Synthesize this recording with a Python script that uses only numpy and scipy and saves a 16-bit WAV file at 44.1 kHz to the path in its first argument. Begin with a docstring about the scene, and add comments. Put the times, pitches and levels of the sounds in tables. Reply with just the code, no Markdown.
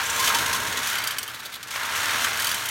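"""Reciprocating saw on a copper coil

A corded saw cuts the tubes, close by in an open workspace. It runs, coasts almost to rest, speeds up
and begins to slow. Teeth rasp twice a stroke and bite in; gears rattle in their housing; the loose
blade knocks and pings in two spells. The tube rings and groans and the coil frame shakes."""
import sys
import numpy as np
from scipy import signal
from scipy.fft import rfft, irfft
from scipy.io import wavfile

SR = 44100
rng = np.random.default_rng(int(sys.argv[2]) if len(sys.argv) > 2 else 0)


def waveform_to_disk(signal):
    """Save audio, clipped to [-1, 1], as 16-bit WAV at the path in sys.argv[1]."""
    frames = np.transpose(np.atleast_2d(signal))
    scaled = np.clip(frames, -1, 1) * 32767
    samples = np.round(scaled).astype(np.int16)
    wavfile.write(sys.argv[1], SR, samples)


N = 119070
FFT_SIZE, TOP_HZ = 2 ** 18, 16000
T, HZ = np.arange(N) / SR, np.arange(FFT_SIZE // 2 + 1) * SR / FFT_SIZE + 1e-6
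TEETH_PER_STROKE, TOOTH_SCATTER_DB, RING_WIDTH_HZ = 90, 3.5, 22.6

# saw speed (time [s], stroke rate [Hz])
STROKE_RATE = [(0, 30.4), (.2, 31.8), (.45, 28), (.65, 30.2), (.85, 36.5), (.98, 34.3), (1.1, 25.2),
               (1.25, 20.2), (1.45, 15.2), (1.66, 11.63), (1.76, 26), (1.95, 37), (2.15, 40), (2.5, 41),
               (2.7, 30.5)]

# envelopes (time [s], relative level [dB])
RASP_LEVEL = [(0, -33), (.17, -28.5), (.27, -25), (.32, -27.5), (.43, -30.5), (.55, -31.5), (.82, -33.5),
              (.89, -27.5), (1.02, -36), (1.14, -39), (1.27, -45.5), (1.5, -45.5), (1.665, -51),
              (1.73, -35), (1.88, -36), (1.97, -30.5), (2.25, -28.5), (2.32, -33), (2.44, -30), (2.64, -33),
              (2.7, -37)]
GEAR_LEVEL = [(0, -26), (.05, -30.5), (.24, -29.5), (.4, -27), (.62, -32), (.82, -30), (.95, -28.5),
              (1.1, -31), (1.22, -37.5), (1.45, -40), (1.62, -43), (1.68, -39.5), (1.78, -31.5), (2, -27.5),
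              (2.17, -26), (2.27, -28), (2.3, -29), (2.5, -30), (2.7, -34.5)]
TUBE_LEVEL = [(0, -41), (.15, -32), (.33, -30.5), (.44, -34), (.68, -36), (.85, -43), (1.7, -72),
              (1.82, -35.5), (1.92, -41), (2.7, -41)]
FRAME_LEVEL = [(0, -44), (.2, -44.5), (.41, -37.5), (.58, -40.5), (.79, -40.5), (.85, -49), (1.15, -49),
               (1.35, -54.5), (1.65, -54), (1.8, -49.5), (2.22, -43), (2.37, -46), (2.52, -44),
               (2.6, -48.5)]

# hard tooth bites (time [s], relative peak [dB], hold [strokes])
BITES = [(0.1975, -14, 0.27), (0.2443, -12, 0.19), (0.261, -18, 0.33), (0.2737, -12, 0.21),
         (0.3464, -11, 0.16), (0.365, -18, 0.2), (0.3845, -14, 0.17), (0.4074, -19.5, 0.38),
         (0.4584, -17.5, 0.19), (0.4924, -21, 0.21), (0.529, -14.5, 0.2), (0.546, -16, 0.23),
         (0.56, -21.5, 0.28), (0.6689, -20.5, 0.27), (0.724, -19, 0.21), (0.772, -16, 0.23),
         (0.8305, -18.5, 0.21), (1.6289, -24, 0.067), (1.6723, -29.5, 0.2), (1.706, -21.5, 0.16),
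         (1.7478, -26.5, 0.21), (1.8499, -21.5, 0.28), (1.9563, -17.5, 0.27), (2.2164, -20, 0.31),
         (2.2419, -15, 0.29)]
# saw bumping the coil (time [s], relative peak [dB])
BUMPS = [(0.0034, -10), (0.279, -8), (0.299, -7), (0.388, -12), (1.298, -26), (1.757, -9), (2.0928, -9),
         (2.1425, -10.5), (2.1928, -21), (2.2445, -7), (2.2673, -7.5), (2.311, -15)]
# blade knocks (time [s], relative peak [dB], blade ping [dB], tube ring [dB])
KNOCKS = [(0.8706, -15, -31, -33), (0.895, -18, -40, -37), (0.9277, -19, -34, -32), (0.953, -17, -33, -28),
          (0.9828, -16.5, -28.5, -30), (1.038, -15, -28.5, -33), (1.072, -12, -23.5, -30),
          (1.1071, -16, -30, -28), (1.1832, -12, -27.5, -35), (1.2285, -17, -31, -41),
          (1.277, -21, -42, -33.5), (2.372, -16.5, -40, -40), (2.3969, -15, -27, -30),
          (2.421, -15, -32, -36), (2.4432, -11.5, -25, -32), (2.4688, -13, -25, -25),
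          (2.4906, -16, -27, -38), (2.514, -13.5, -25, -32), (2.5426, -14, -44, -30),
          (2.655, -14.5, -42, -35), (2.6866, -13.5, -46, -32.5)]
# blade scrapes and squeaks (centre [s], level [dB], sigma [s])
SCRAPES = [(1.3, -38.5, 0.0093), (1.349, -35.5, 0.0094), (1.401, -38, 0.0076), (1.462, -33, 0.0079),
           (1.528, -34.5, 0.0044), (1.542, -34, .003), (1.556, -35.5, 0.0072)]
SQUEAKS = [(.063, -30.5, 0.0055), (.102, -25.5, 0.0051), (.16, -34, 0.017), (2, -39, 0.04)]
# tube groans (centre [s], level [dB], sigma [s], pitch [Hz])
GROANS = [(0.209, -27.5, 0.019, 1060), (0.307, -37, 0.012, 1042), (0.354, -28.5, 0.013, 925),
          (0.545, -29.5, .012, 1040)]
# motor under load (time [s], pitch [Hz], level [dB])
DRONE = [(.06, 475, -64), (.2, 462, -42.5), (.26, 440, -51), (.42, 446, -47), (.62, 430, -47.5),
         (.74, 440, -45.5), (.9, 450, -75)]
# sliding mass, stroke harmonics 1-3 (level at full speed [dB])
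THROB_DB = [-70, -72, -70]

# broad spectra (frequency [Hz], relative gain [dB])
RASP_COLOUR = [(500, -12), (1400, -0.5), (2400, 2.5), (3400, 3.5), (4400, 1.5), (4900, -7), (5700, 3),
               (7500, -0.5), (10000, -2), (13000, -4.5), (16000, -10)]
BITE_COLOUR = [(500, -29), (1400, -4.5), (2600, 6), (3700, 5), (5000, 2.5), (6300, 4), (8500, 0.5),
               (10500, -0.5), (12500, -1.5), (16000, -11)]
GEAR_COLOUR = [(200, -23), (500, -13), (800, -7), (1100, -1), (1500, -0.5), (2100, -1.5), (3000, -6.5),
               (5000, -11.5), (9000, -33.5), (16000, -56)]
SCRAPE_COLOUR = [(1200, -13), (2600, -7), (3750, 2.5), (4700, -1), (5600, -10), (7000, -7.5), (10000, -8.5),
                 (12500, -7), (16000, -12)]
FRAME_COLOUR = [(20, -30), (32, -10), (43, -3), (54, -6), (70, 1.5), (98, 0.5), (150, -4.5), (200, -0.5),
                (270, -2), (380, -3.5), (650, -4), (1100, -7.5), (3000, -62)]

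# resonances and dips colouring the sawing sound (frequency [Hz], width [Hz], lift [dB])
CUT_PEAKS_AND_NOTCHES = [(3034, 68, 6), (3430, 120, 4), (3870, 27, 6), (4620, 73, 11.5), (4700, 200, -8.5),
                         (5240, 105, 4.5), (5780, 100, -2.5), (6500, 91, 5), (7500, 59, -14),
                         (10340, 410, -6)]
# resonances (frequency [Hz], width [Hz], lift [dB])
HOUSING_PEAKS = [(1072, 15, 1), (1393, 220, 4), (1487, 61, 2), (1594, 29, 2.5), (1710, 45, 7),
                 (2096, 75, 3)]
FRAME_PEAKS = [(119, 19, 7.4), (200, 10, 2.1), (453, 14, 7.1)]

# ringing modes (frequency [Hz], width [Hz], relative gain [dB])
BLADE_MODES = [(5820, 70, -2), (6440, 60, -8), (7200, 51, -2), (8200, 78, -2), (9140, 70, -2),
               (10100, 110, 0), (11860, 410, -4.5), (14300, 400, -7.5)]
SQUEAK_MODES = [(5930, 110, -2), (6400, 90, -1), (7300, 140, -1), (8060, 140, -5)]
TUBE_MODES = [(662, 31, -13), (932, 13, -3.5), (1012, 58, -7.5), (1059, 28, -4.5), (1610, 100, -7.5)]


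def tooth_rasp(stroke, depth=0.49, return_gain=0.6, scatter_db=2, grip_half_strokes=0.63):
    """Teeth tear the copper on the pull, more softly on the return."""
    teeth = grit(stroke)
    half_stroke = (2 * stroke).astype(int)
    force = undb(scatter_db * rng.standard_normal(half_stroke[-1] + 1))[half_stroke]
    force *= np.where(half_stroke % 2, return_gain, 1)
    grip = np.exp(-(2 * stroke % 1 / grip_half_strokes) ** 2)
    envelope = unit_rms(1 - depth + depth * force * grip) * undb(curve(RASP_LEVEL))
    return body(teeth * envelope, RASP_COLOUR, CUT_PEAKS_AND_NOTCHES)


def tooth_bites(stroke, gain_db=-10, attack_s=0.00025, release_s=0.0063):
    """Teeth dig in hard for a fraction of a stroke."""
    envelope = np.zeros(N)
    for start_s, db, hold_strokes in BITES:
        end_s = start_s + hold_strokes / np.interp(start_s, *np.array(STROKE_RATE).T)
        rise = np.clip((T - start_s) / attack_s, 0, 1)
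        envelope += undb(db + gain_db) * rise * np.exp(-np.maximum(T - end_s, 0) / release_s)
    return body(grit(stroke) * envelope, BITE_COLOUR, CUT_PEAKS_AND_NOTCHES)


def gear_housing(stroke, clicks_per_stroke=48, load_depth=0.23, bump_gain_db=-12):
    """Gear clatter, hardest at the stroke ends, and bumps against the coil excite the housing."""
    clatter = unit_rms(clicks(stroke * clicks_per_stroke, scatter_db=2.5) + 0.83 * noise())
    load = unit_rms(1 + load_depth * np.cos(2 * np.pi * 2 * stroke))
    bumps = undb(bump_gain_db) * blows(BUMPS, decay_s=0.0061, attack_s=0.0021) * noise()
    return body(clatter * load * undb(curve(GEAR_LEVEL)) + bumps, GEAR_COLOUR, HOUSING_PEAKS)


def blade_knocks(ping_hz=4650, tube_hz=3105, spread_s=0.0009):
    """The loose blade slaps the cut, chatters and pings; the struck tube rings."""
    times_s, knock_db, ping_db, tube_db = np.array(KNOCKS).T
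    hits = list(zip(times_s, knock_db))
    impulses = sum(undb(db) * (np.arange(N) == int(time_s * SR)) for time_s, db in hits)
    # bending waves: treble arrives first
    dispersion = np.exp(-2j * np.pi * spread_s * np.sqrt(HZ * TOP_HZ))
    slaps = undb(-1.5) * filtered(impulses, dispersion)
    chatter = undb(-12) * noise() * blows(hits, decay_s=0.0051)
    crack = undb(-14) * body(noise() * blows(hits, decay_s=0.0085), BITE_COLOUR, CUT_PEAKS_AND_NOTCHES)
    ping = tone(ping_hz, RING_WIDTH_HZ) * blows(zip(times_s, ping_db), decay_s=0.0029, attack_s=0.0021)
    tube = tone(tube_hz, RING_WIDTH_HZ) * blows(zip(times_s, tube_db), decay_s=0.0076, attack_s=0.0021)
    return ring(slaps + chatter, BLADE_MODES) + crack + ping + tube


def blade_drag(stroke):
    """The blade scrapes tooth by tooth when slow and squeaks when it binds."""
    scrapes = body(grit(stroke, hiss=0.3) * swells(SCRAPES), SCRAPE_COLOUR, CUT_PEAKS_AND_NOTCHES)
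    squeaks = ring(noise() * swells(SQUEAKS), SQUEAK_MODES)
    return scrapes + squeaks


def copper_tube(stroke):
    """The tube rings while the teeth grip and groans as they catch."""
    teeth = clicks(stroke * TEETH_PER_STROKE, TOOTH_SCATTER_DB) * undb(curve(TUBE_LEVEL))
    groans = sum(tone(hz, RING_WIDTH_HZ) * swells([swell]) for *swell, hz in GROANS)
    return ring(teeth, TUBE_MODES) + groans


def coil_frame(stroke, jolts_per_stroke=8):
    """The frame rumbles under the saw's jolts."""
    jolts = unit_rms(clicks(stroke * jolts_per_stroke, scatter_db=2.5) + noise())
    return body(jolts * undb(curve(FRAME_LEVEL)), FRAME_COLOUR, FRAME_PEAKS)


def motor(surge_s=1.742, surge_db=-36.5, sigma_s=0.015, whine_hz=2330, rise_hz_per_s=12000):
    """The motor drones under load and gives a rough rising whine as it speeds up again."""
    pitch_hz = whine_hz + rise_hz_per_s * (T - surge_s)
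    whine = tone(pitch_hz, width_hz=111.9) * swells([(surge_s, surge_db, sigma_s)])
    times_s, drone_hz, drone_db = np.array(DRONE).T
    drone = tone(np.interp(T, times_s, drone_hz), width_hz=16.1) * undb(np.interp(T, times_s, drone_db))
    return whine + drone


def throb(stroke):
    """The sliding mass throbs with the fourth power of speed."""
    rate_hz = curve(STROKE_RATE)
    beat = sum(undb(db) * np.sin(2 * np.pi * (k * stroke + rng.random()))
               for k, db in enumerate(THROB_DB, 1))
    return np.sqrt(2) * beat * (rate_hz / rate_hz.max()) ** 4


def hum():
    """Faint, steady low hum."""
    return undb(-64) * tone(hz=116, width_hz=1.73)


def reflections(direct, gain_db=-12.5, t60_s=0.19, delay_s=0.0027):
    """Short tail off the surrounding concrete."""
    tail = noise() * (T > delay_s) * np.exp(-np.log(1000) * T / t60_s)
    return undb(gain_db) * filtered(direct, rfft(tail, FFT_SIZE))


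def grit(stroke, hiss=0.53):
    """Tooth clicks plus hiss, rms 1."""
    return unit_rms(clicks(stroke * TEETH_PER_STROKE, TOOTH_SCATTER_DB) + hiss * noise())


def clicks(cycles, scatter_db):
    """One click per cycle, jittered, of random size and sign; rms 1."""
    onsets = np.flatnonzero(np.diff(np.floor(cycles)) > 0)
    gaps = np.gradient(onsets)
    jitter, size, sign = rng.standard_normal((len(onsets), 3)).T
    onsets = np.clip(onsets + (0.2 * jitter * gaps).astype(int), 0, N - 1)
    train = np.zeros(N)
    train[onsets] = undb(scatter_db * size) * np.sign(sign) * np.sqrt(gaps)
    return unit_rms(train)


def tone(hz, width_hz):
    """Sine broadened by phase drift, rms 1."""
    drift = np.sqrt(2 * np.pi * width_hz / SR) * noise()
    return np.sqrt(2) * np.sin(np.cumsum(2 * np.pi * hz / SR + drift))


def blows(rows, decay_s, attack_s=0.0016):
    """Envelope of linear attacks and exponential decays."""
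    return sum(undb(db) * np.clip((T - start_s) / attack_s, 0, 1)
               * np.exp(-np.maximum(T - start_s - attack_s, 0) / decay_s) for start_s, db in rows)


def swells(rows):
    """Envelope of Gaussian swells."""
    return sum(undb(db) * np.exp(-0.5 * ((T - mid_s) / sigma_s) ** 2) for mid_s, db, sigma_s in rows)


def body(x, colour, peaks):
    """Minimum-phase filter: broad colour plus peaks and dips."""
    colour_hz, colour_db = np.array(colour).T
    broad_db = np.interp(np.log(HZ), np.log(colour_hz), colour_db)
    peaks_db = sum(db / (1 + (2 * (HZ - hz) / width_hz) ** 2) for hz, width_hz, db in peaks)
    cepstrum = irfft(np.log(undb(broad_db + peaks_db)))[:FFT_SIZE // 2]
    causal = np.r_[cepstrum[0], 2 * cepstrum[1:]]
    return filtered(x, np.exp(rfft(causal, FFT_SIZE)))


def ring(x, modes):
    """Bank of decaying modes."""
    response = sum(undb(db) / (1 + 1j * (HZ / hz - hz / HZ) * hz / width_hz) for hz, width_hz, db in modes)
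    return filtered(x, response)


def filtered(x, response):
    """Filter at unit power gain for white noise."""
    return irfft(rfft(x, FFT_SIZE) * unit_rms(response))[:N]


def curve(rows):
    """Linear interpolation of (time [s], value) rows."""
    return np.interp(T, *np.array(rows).T)


def noise():
    """White noise."""
    return rng.standard_normal(N)


def unit_rms(x):
    """Scale to rms 1."""
    return x / np.sqrt(np.mean(abs(x) ** 2))


def undb(db):
    """Decibels to gain."""
    return 10 ** (np.asarray(db) / 20)


def scene():
    """Saw, coil and reflections, mono."""
    stroke = np.cumsum(curve(STROKE_RATE)) / SR  # strokes elapsed
    drive = gear_housing(stroke) + motor()
    cut = tooth_rasp(stroke) + tooth_bites(stroke) + blade_drag(stroke) + blade_knocks()
    coil = copper_tube(stroke) + coil_frame(stroke)
    direct = drive + cut + coil + throb(stroke) + hum()
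    return (direct + reflections(direct))[None]


def record(dry, low_cut_hz=33):
    """Cut the deepest rumble and the top treble."""
    highpass = signal.butter(4, low_cut_hz, "high", fs=SR, output="sos")
    lowpass = signal.ellip(10, 0.2, 80, TOP_HZ, fs=SR, output="sos")
    return signal.sosfilt(lowpass, signal.sosfilt(highpass, dry))


dry = scene()
out = record(dry)
waveform_to_disk(out)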